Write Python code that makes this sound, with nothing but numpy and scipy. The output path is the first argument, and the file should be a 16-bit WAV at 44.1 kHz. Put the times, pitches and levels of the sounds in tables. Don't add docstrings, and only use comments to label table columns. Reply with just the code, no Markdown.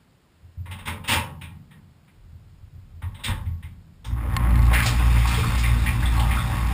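import sys
import numpy as np
from scipy import signal
from scipy.fft import rfft, irfft, next_fast_len
from scipy.io import wavfile
from scipy.ndimage import map_coordinates

SR = 44100
rng = np.random.default_rng(int(sys.argv[2]) if len(sys.argv) > 2 else 0)


def pcm_store(signal):
    levels = np.round(np.clip(np.atleast_2d(signal), -1, 1) * 32767)
    wavfile.write(sys.argv[1], SR, levels.astype(np.int16).T)


N = 296793

# f/Hz, level/dB
HISS_EQ = [(20, -19), (110, 3), (250, -6.5), (450, -14), (1000, -16.5), (3000, -23.5), (5200, -28),
           (6000, -38)]
# t/s, level/dB
RUMBLE_FADER = [(0.0, -81), (0.21, -77), (0.79, -51), (2.14, -66), (2.21, -53), (3.25, -46), (3.29, -31),
                (3.98, -60), (4.0, -52)]
# f/Hz, level/dB
RUMBLE_EQ = [(15, -23), (28, -7.5), (42, 0), (60, -7), (85, 2), (200, -27.5), (500, -57)]
# f/Hz, level/dB
CHURN_EQ = [(15, -24), (28, -8), (45, -3), (70, 2.5), (90, 2), (112, -1.5), (135, -9.5), (175, -9),
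            (205, -10.5), (232, -12), (255, -24.5), (300, -21), (390, -33.5), (800, -60)]
# multiple of the shaft rate, level/dB
IMPELLER_OVERTONES = [(2, 1), (3, -11), (4, -16), (5, -21), (6, -26.5)]
# multiple of the mains, level/dB
MAINS_HUM = [(1, -21), (2, -27.5)]
# f/Hz, level/dB
MOTOR_TONES = [(151, -46), (240, -43.5)]

# t/s, level/dB
DROP_CUES = [(4.3652, -18.5), (4.506, -38), (4.556, -31), (4.577, -38.5), (4.592, -32), (4.627, -33),
             (4.666, -32)]
# f/Hz, level/dB, t60/s
CASE_MODES = [(816, -7.5, 0.033), (1079, -5, 0.13), (1820, -3.5, 0.033), (2130, 0, .02),
              (2900, -14.5, 0.024), (4140, -9, 0.019)]
# f/Hz, level/dB
SPLAT_EQ = [(500, -24), (1500, 7), (4400, 0.0), (5200, -8.5)]
# t/s, level/dB, f/Hz, relative breadth
JET_CUES = [(4.044, -47.5, 5600, 0.29), (4.228, -38, 520, .14), (4.71, -28, 730, 1.1),
            (4.729, -21, 2030, 0.6), (4.75, -20.5, 1867, 0.39), (4.785, -20, 1750, 0.47),
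            (4.824, -27.5, 2780, 0.99), (4.855, -21, 2570, 1.53), (4.853, -31.5, 690, 0.34),
            (4.984, -35, 2575, .2), (5.15, -32, 2100, 0.25), (5.245, -30, 1020, 0.28),
            (5.269, -29.5, 4040, 0.88), (5.338, -30, 3190, 0.25), (5.39, -42, 437, 0.1),
            (5.428, -30, 1235, 0.23), (5.577, -31, 4210, 1.1), (5.631, -25, 2170, 0.274),
            (5.857, -23.5, 2154, .33), (6.025, -30, 1720, .35), (6.053, -32.5, 3480, 0.09),
            (6.176, -26.5, 870, 0.18), (6.19, -33, 3080, 0.32), (6.305, -27, 2060, .38),
            (6.365, -28, 1357, 0.13), (6.38, -36, 3540, 0.071)]
# f/Hz, level/dB
GUSH_EQ = [(150, -43), (290, 6), (390, -13), (520, -7), (670, -5), (850, -.5), (1150, -1), (1550, -4),
           (1900, -3), (2500, -12), (3600, -20.5), (4300, -42), (6000, -37)]
# f/Hz, level/dB
SPRAY_EQ = [(500, -64), (1200, -1), (2100, 1.5), (2600, 3.5), (2950, -1.5), (3700, 0.5), (4100, -9),
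            (5100, -4), (6000, -8), (7000, -30)]
# f/Hz, level/dB
SPIT_EQ = [(700, -19.5), (2500, -5.5), (5200, -3.5), (6500, -17)]

# f/Hz, width/Hz, level/dB
TUB_MODES = [(213, 8.9, 6.5), (327.3, 9.2, 1.5), (441.7, 9.9, 8), (519, 7.3, 5), (582.4, 11, 5),
             (779.5, 7.3, 10.5), (843, 6.7, 3), (880, 11, 4.5), (951.5, 14, 4), (1048.5, 12.4, 7),
             (1107, 5.6, 15.5), (1227.5, 14, 5), (1877, 11, 4.5), (2084, 38, -0.5), (2400, 21, 1.5),
             (2675, 14, -1.5), (2950, 4.7, 2), (3280, 15, 0.5), (3630, 18, -1)]
# f/Hz, t60/s
TUB_TAIL = [(200, 0.53), (900, 0.49), (2000, 0.3), (5000, 0.25)]
# t/s, level/dB, hardness/dB (gain of upper modes and shudder)
THUMP_CUES = [(.425, -46, -7), (0.573, -28.5, -9), (.69, -35, 3.5), (.876, -33, 5.5), (1.084, -26, 2.5),
              (1.151, -26.5, -1.5), (1.419, -38, 1.5), (2.324, -39.5, -4), (2.731, -35.5, -6),
              (3.03, -26.5, -7), (3.282, -26.5, -2), (3.454, -25, -8), (3.638, -33.5, -9)]
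# f/Hz, level/dB, t60/s
PANEL_MODES = [(41, -19, .3), (85, 5, 0.37), (112.7, 0.5, 0.34), (128.5, -9, 0.17), (170, -29, 0.48),
               (207, -14.5, 0.26), (232, -27.5, 0.2)]
# f/Hz, level/dB
BOOM_EQ = [(12, -39.5), (28, -14.5), (42, 3.5), (60, -3), (82, 6), (115, -7), (138, -4.5), (165, -9),
           (232, -17), (262, -25), (300, -24.5), (390, -35.5), (800, -62.5)]
# f/Hz, level/dB
SHUDDER_EQ = [(55, -16), (95, -1), (170, 6.5), (260, 2)]
# t/s, level/dB, low knock/dB, f/Hz of the struck part
CLUNK_CUES = [(.656, -46.5, 2.5, 1967), (.708, -36.5, -3.5, 2930), (.784, -43, -0.5, 2645),
              (.853, -34.5, -4.5, 960), (.868, -28.5, 0, 2270), (1.038, -39, -1, 2760),
              (1.075, -15, -6.5, 2660), (1.108, -15, -6.5, 2700), (1.149, -37, 6, 550),
              (1.411, -39.5, -6.5, 2650), (1.432, -46, -4, 2500), (1.708, -53, -2, 1790),
              (2.076, -60.5, -3, 2200), (3.017, -45.5, 4, 2000), (3.143, -47.5, -1.5, 3650),
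              (3.189, -48.5, 3.5, 3540), (3.235, -24, -13, 3700), (3.275, -32, 1.5, 1730),
              (3.455, -53, -4, 2070), (3.624, -47, -7, 2220), (4.043, -42, 0.5, 3700)]
# f/Hz, level/dB
CLACK_EQ = [(120, -29), (230, 0), (400, -16.5), (545, -8.5), (700, -16), (900, -1), (1100, -7),
            (1220, -7.5), (1370, -3.5), (1900, 0.5), (2600, -2), (3750, -2), (4200, -14), (5500, -13),
            (7000, -26)]

# f/Hz, level/dB
CAMERA_EQ = [(5400, 0.5), (5950, -8), (6300, -39), (8000, -48.5)]
MIRROR_EQ = [(6800, 7.3), (10000, 3.4), (15000, 1.0)]

START_S, SPIN_UP_S = 4.05, 0.078
STARVED_DB, PRIME_S, PRIMED_S = -11, 4.306, 4.46
EASE_DB, EASE_S = 7.5, 0.84
SHAFT_HZ, MAINS_HZ, BEAT_PEAK_S = 58.13, 60, 4.635
PULSE_DB, OVERTONE_DB, RUMBLE_DB, CHURN_DB = -15, -23, 3.5, -25.5
GUSH_DB, EMPTY_DB, FILL_S = -38.5, -22.5, 0.091
SPRAY_DB, SPRAY_FULL_S, SPRAY_RISE_DB_PER_S = -32.5, 5.346, 21.5
SPRAY_SETTLE_DB, SPRAY_SETTLE_S = 8.5, 0.28
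UPPER_MODES_HZ, THUMP_SWELL_S = 150, 0.014
SHUDDER_DB, SHUDDER_SWELL_S, SHUDDER_T60_S = -13.5, 0.06, 2.29
CLUNK_SWELL_S, HEAVY_SWELL_S, HEAVY_DB = 0.0062, 0.016, -18.5
MIRROR_HZ, TOP_HZ = 12000, 15350


def amp(db):
    return 10 ** (np.asarray(db) / 20)


def unit(x):
    return x / np.sqrt(np.mean(x ** 2) + 1e-20)


def along(points, hz):
    freqs, values = np.transpose(points)
    return np.interp(np.log(hz + 1), np.log(freqs + 1), values)


def since(s):
    return np.maximum(np.arange(N) / SR - s, 0)


def wobble(rate):
    knots = rng.standard_normal(int(N * rate / SR) + 4)
    return map_coordinates(knots, [np.arange(N) * rate / SR])


def filtered(x, response):
    size = next_fast_len(len(x) + SR // 2)
    return irfft(rfft(x, size) * response(np.fft.rfftfreq(size, 1 / SR)), size)[:len(x)]


def eq(x, curve):
    return filtered(x, lambda hz: amp(along(curve, hz)))


def coloured(x, curve):
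    return unit(eq(x, curve))


def resonance(f, centre, width):
    return 1j * f * width / (centre ** 2 - f ** 2 + 1j * f * width)


def burst(t, swell, t60):
    return np.clip(t / swell, 0, 1) * amp(-60 * np.maximum(t - swell, 0) / t60)


def add(track, s, sound):
    span = track[max(round(s * SR), 0):][:len(sound)]
    span += sound[:len(span)]


def patter(length, per_second, spread_db):
    lands = rng.random(length) < per_second / SR
    return unit(lands * rng.standard_normal(length) * amp(spread_db * rng.standard_normal(length)))


def running():
    return np.clip(since(START_S) / SPIN_UP_S, 0, 1)


def load_db():
    starved = 1 - np.clip(since(PRIME_S) / (PRIMED_S - PRIME_S), 0, 1)
    eased = 1 - np.exp(-since(PRIMED_S) / EASE_S)
    return STARVED_DB * starved - EASE_DB * eased


def flow_db():
    filling = EMPTY_DB * np.exp(-since(START_S) / FILL_S)
    climbing = SPRAY_RISE_DB_PER_S * np.minimum(np.arange(N) / SR - SPRAY_FULL_S, 0)
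    settling = SPRAY_SETTLE_DB * (1 - np.exp(-since(SPRAY_FULL_S) / SPRAY_SETTLE_S))
    gush_db = GUSH_DB + filling + 0.3 * (load_db() + EASE_DB)
    spray_db = SPRAY_DB + filling + climbing - settling
    return gush_db, spray_db


def hiss():
    return amp(-60) * coloured(rng.standard_normal(N), HISS_EQ)


def tub_ring(x):
    return filtered(x, lambda f: 1 + sum(amp(db) * resonance(f, hz, bw) for hz, bw, db in TUB_MODES))


def tub_tail(x):
    hz, t, bands = signal.stft(x, SR, nperseg=256)
    fade = amp(-60 * t / along(TUB_TAIL, hz)[:, None])
    return signal.istft(bands * fade, SR, nperseg=256)[1][:len(x)]


def rumble():
    fader_db = np.interp(np.arange(N) / SR, *np.transpose(RUMBLE_FADER))
    deep = amp(fader_db + RUMBLE_DB + 1.2 * wobble(10)) * coloured(rng.standard_normal(N), RUMBLE_EQ)
    churn_db = CHURN_DB + 0.48 * load_db() + 1.6 * wobble(9)
    churn = amp(churn_db) * coloured(rng.standard_normal(N), CHURN_EQ)
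    return deep + running() * churn


def pump():
    t, load = np.arange(N) / SR - BEAT_PEAK_S, load_db()
    turn = 2 * np.pi * SHAFT_HZ * t + 0.24 * wobble(7)
    pulse = amp(PULSE_DB + load + 1.3 * wobble(6)) * np.cos(turn)
    overtones = sum(amp(db + 2.07 * wobble(8)) * np.cos(k * turn + 0.33 * wobble(9))
                    for k, db in IMPELLER_OVERTONES)
    mains = sum(amp(db + 0.83 * load) * np.cos(2 * np.pi * k * MAINS_HZ * t) for k, db in MAINS_HUM)
    motor = sum(amp(db + 2.2 * wobble(5.6)) * np.sin(2 * np.pi * hz * t + 0.47 * wobble(5))
                for hz, db in MOTOR_TONES)
    return running() * (pulse + amp(OVERTONE_DB + 0.75 * load) * overtones + mains + motor)


def near_drops():
    out, t = np.zeros(N), np.arange(SR // 20) / SR
    for s, db in DROP_CUES:
        tick = sum(amp(level) * burst(t, 0.001, t60) * np.sin(2 * np.pi * hz * rng.normal(1, 0.02) * t)
                   for hz, level, t60 in CASE_MODES)
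        splat = 0.65 * burst(t, swell=0.001, t60=0.016) * coloured(rng.standard_normal(len(t)), SPLAT_EQ)
        add(out, s, amp(db) * (tick + splat))
    return out


def plops(per_second, spread_db, t60):
    out, t = np.zeros(N), np.arange(SR // 5) / SR
    count = int(per_second * N / SR)
    for slot, (shift, pitch, size) in enumerate(rng.standard_normal((count, 3))):
        hz = np.clip(1750 * np.exp(0.45 * pitch), 450, 4500)
        cluster = hz * (1 + 0.045 * rng.standard_normal((6, 1)))
        ring = np.sin(2 * np.pi * cluster * t).sum(0) * burst(t, 0.0084, t60)
        add(out, (slot + shift) / per_second, amp(spread_db * np.tanh(size)) * ring)
    return unit(out)


def water():
    gush_db, spray_db = flow_db()
    surge = wobble(18)
    gush = coloured(patter(N, per_second=2500, spread_db=0.5), GUSH_EQ)
    gush *= amp(gush_db + 1.74 * surge + 0.62 * wobble(30))
    drops = patter(N, per_second=3000, spread_db=1.5)
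    echo = unit(signal.fftconvolve(drops, tub_tail(rng.standard_normal(SR // 2)))[:N])
    mist = coloured(echo + drops, SPRAY_EQ)
    splashes = amp(-5) * plops(per_second=45, spread_db=0.5, t60=0.32)
    spray = (mist + splashes) * amp(spray_db + 0.41 * surge)
    spit = coloured(patter(N, per_second=180, spread_db=5.5), SPIT_EQ)
    spit *= amp(np.minimum(spray_db, -45.5) - 7)
    return running() * (gush + spray + spit)


def jets():
    out, t = np.zeros(N), np.arange(SR // 2) / SR
    for s, db, hz, breadth in JET_CUES:
        impacts = patter(len(t), per_second=8000, spread_db=-2)
        drumming = filtered(impacts, lambda f: resonance(f, hz, 1.38 * breadth * hz) ** 2)
        add(out, s, amp(db - 1.5) * burst(t, swell=0.0073, t60=0.31) * unit(drumming))
    return out


def panels():
    out, shudder_power, t = np.zeros(N), np.zeros(N), np.arange(SR) / SR
    for s, db, hard_db in THUMP_CUES:
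        boom = np.zeros(SR)
        for hz, level, t60 in PANEL_MODES:
            gain = amp(level + hard_db * (hz > UPPER_MODES_HZ) + rng.normal(0, 2.5))
            detuned_hz = hz * rng.normal(1, 0.034)
            boom += gain * burst(t, THUMP_SWELL_S, t60) * np.sin(2 * np.pi * detuned_hz * t)
        add(out, s, amp(db - 3) * boom)
        envelope = burst(since(s), SHUDDER_SWELL_S, SHUDDER_T60_S)
        shudder_power += (amp(db + hard_db + SHUDDER_DB) * envelope) ** 2
    shudder = coloured(coloured(rng.standard_normal(N), BOOM_EQ), SHUDDER_EQ)
    return out + np.sqrt(shudder_power) * shudder


def clunks():
    out, t = np.zeros(N), np.arange(SR) / SR
    for s, db, knock_db, hz in CLUNK_CUES:
        part = filtered(rng.standard_normal(SR), lambda f: 1 + amp(2) * resonance(f, hz, 0.18 * hz))
        edge_db = 0.36 * (db + 30.5)
        tone = [(1200, knock_db + 5.5), (1800, 0.0025), (3900, 0), (4400, edge_db)]
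        clack = eq(coloured(part, CLACK_EQ), tone)
        swell = CLUNK_SWELL_S + HEAVY_SWELL_S * amp(db - HEAVY_DB)
        add(out, s, amp(db + 1) * np.clip(t / swell, 0, 1) * tub_tail(clack))
    return out


def scene():
    inside = amp(-2) * tub_ring(clunks() + water() + jets())
    mono = inside + panels() + rumble() + pump() + near_drops() + hiss()
    return np.array([mono, mono])


def record(dry):
    heard = eq(dry[0], CAMERA_EQ)
    clock = np.cos(2 * np.pi * MIRROR_HZ * np.arange(N) / SR)
    mirror = eq(np.gradient(heard) * clock, MIRROR_EQ)
    sound = heard + mirror + amp(-79) * rng.standard_normal(N)
    return np.tile(filtered(sound, lambda hz: hz < TOP_HZ), (2, 1))


dry = scene()
out = record(dry)
pcm_store(out)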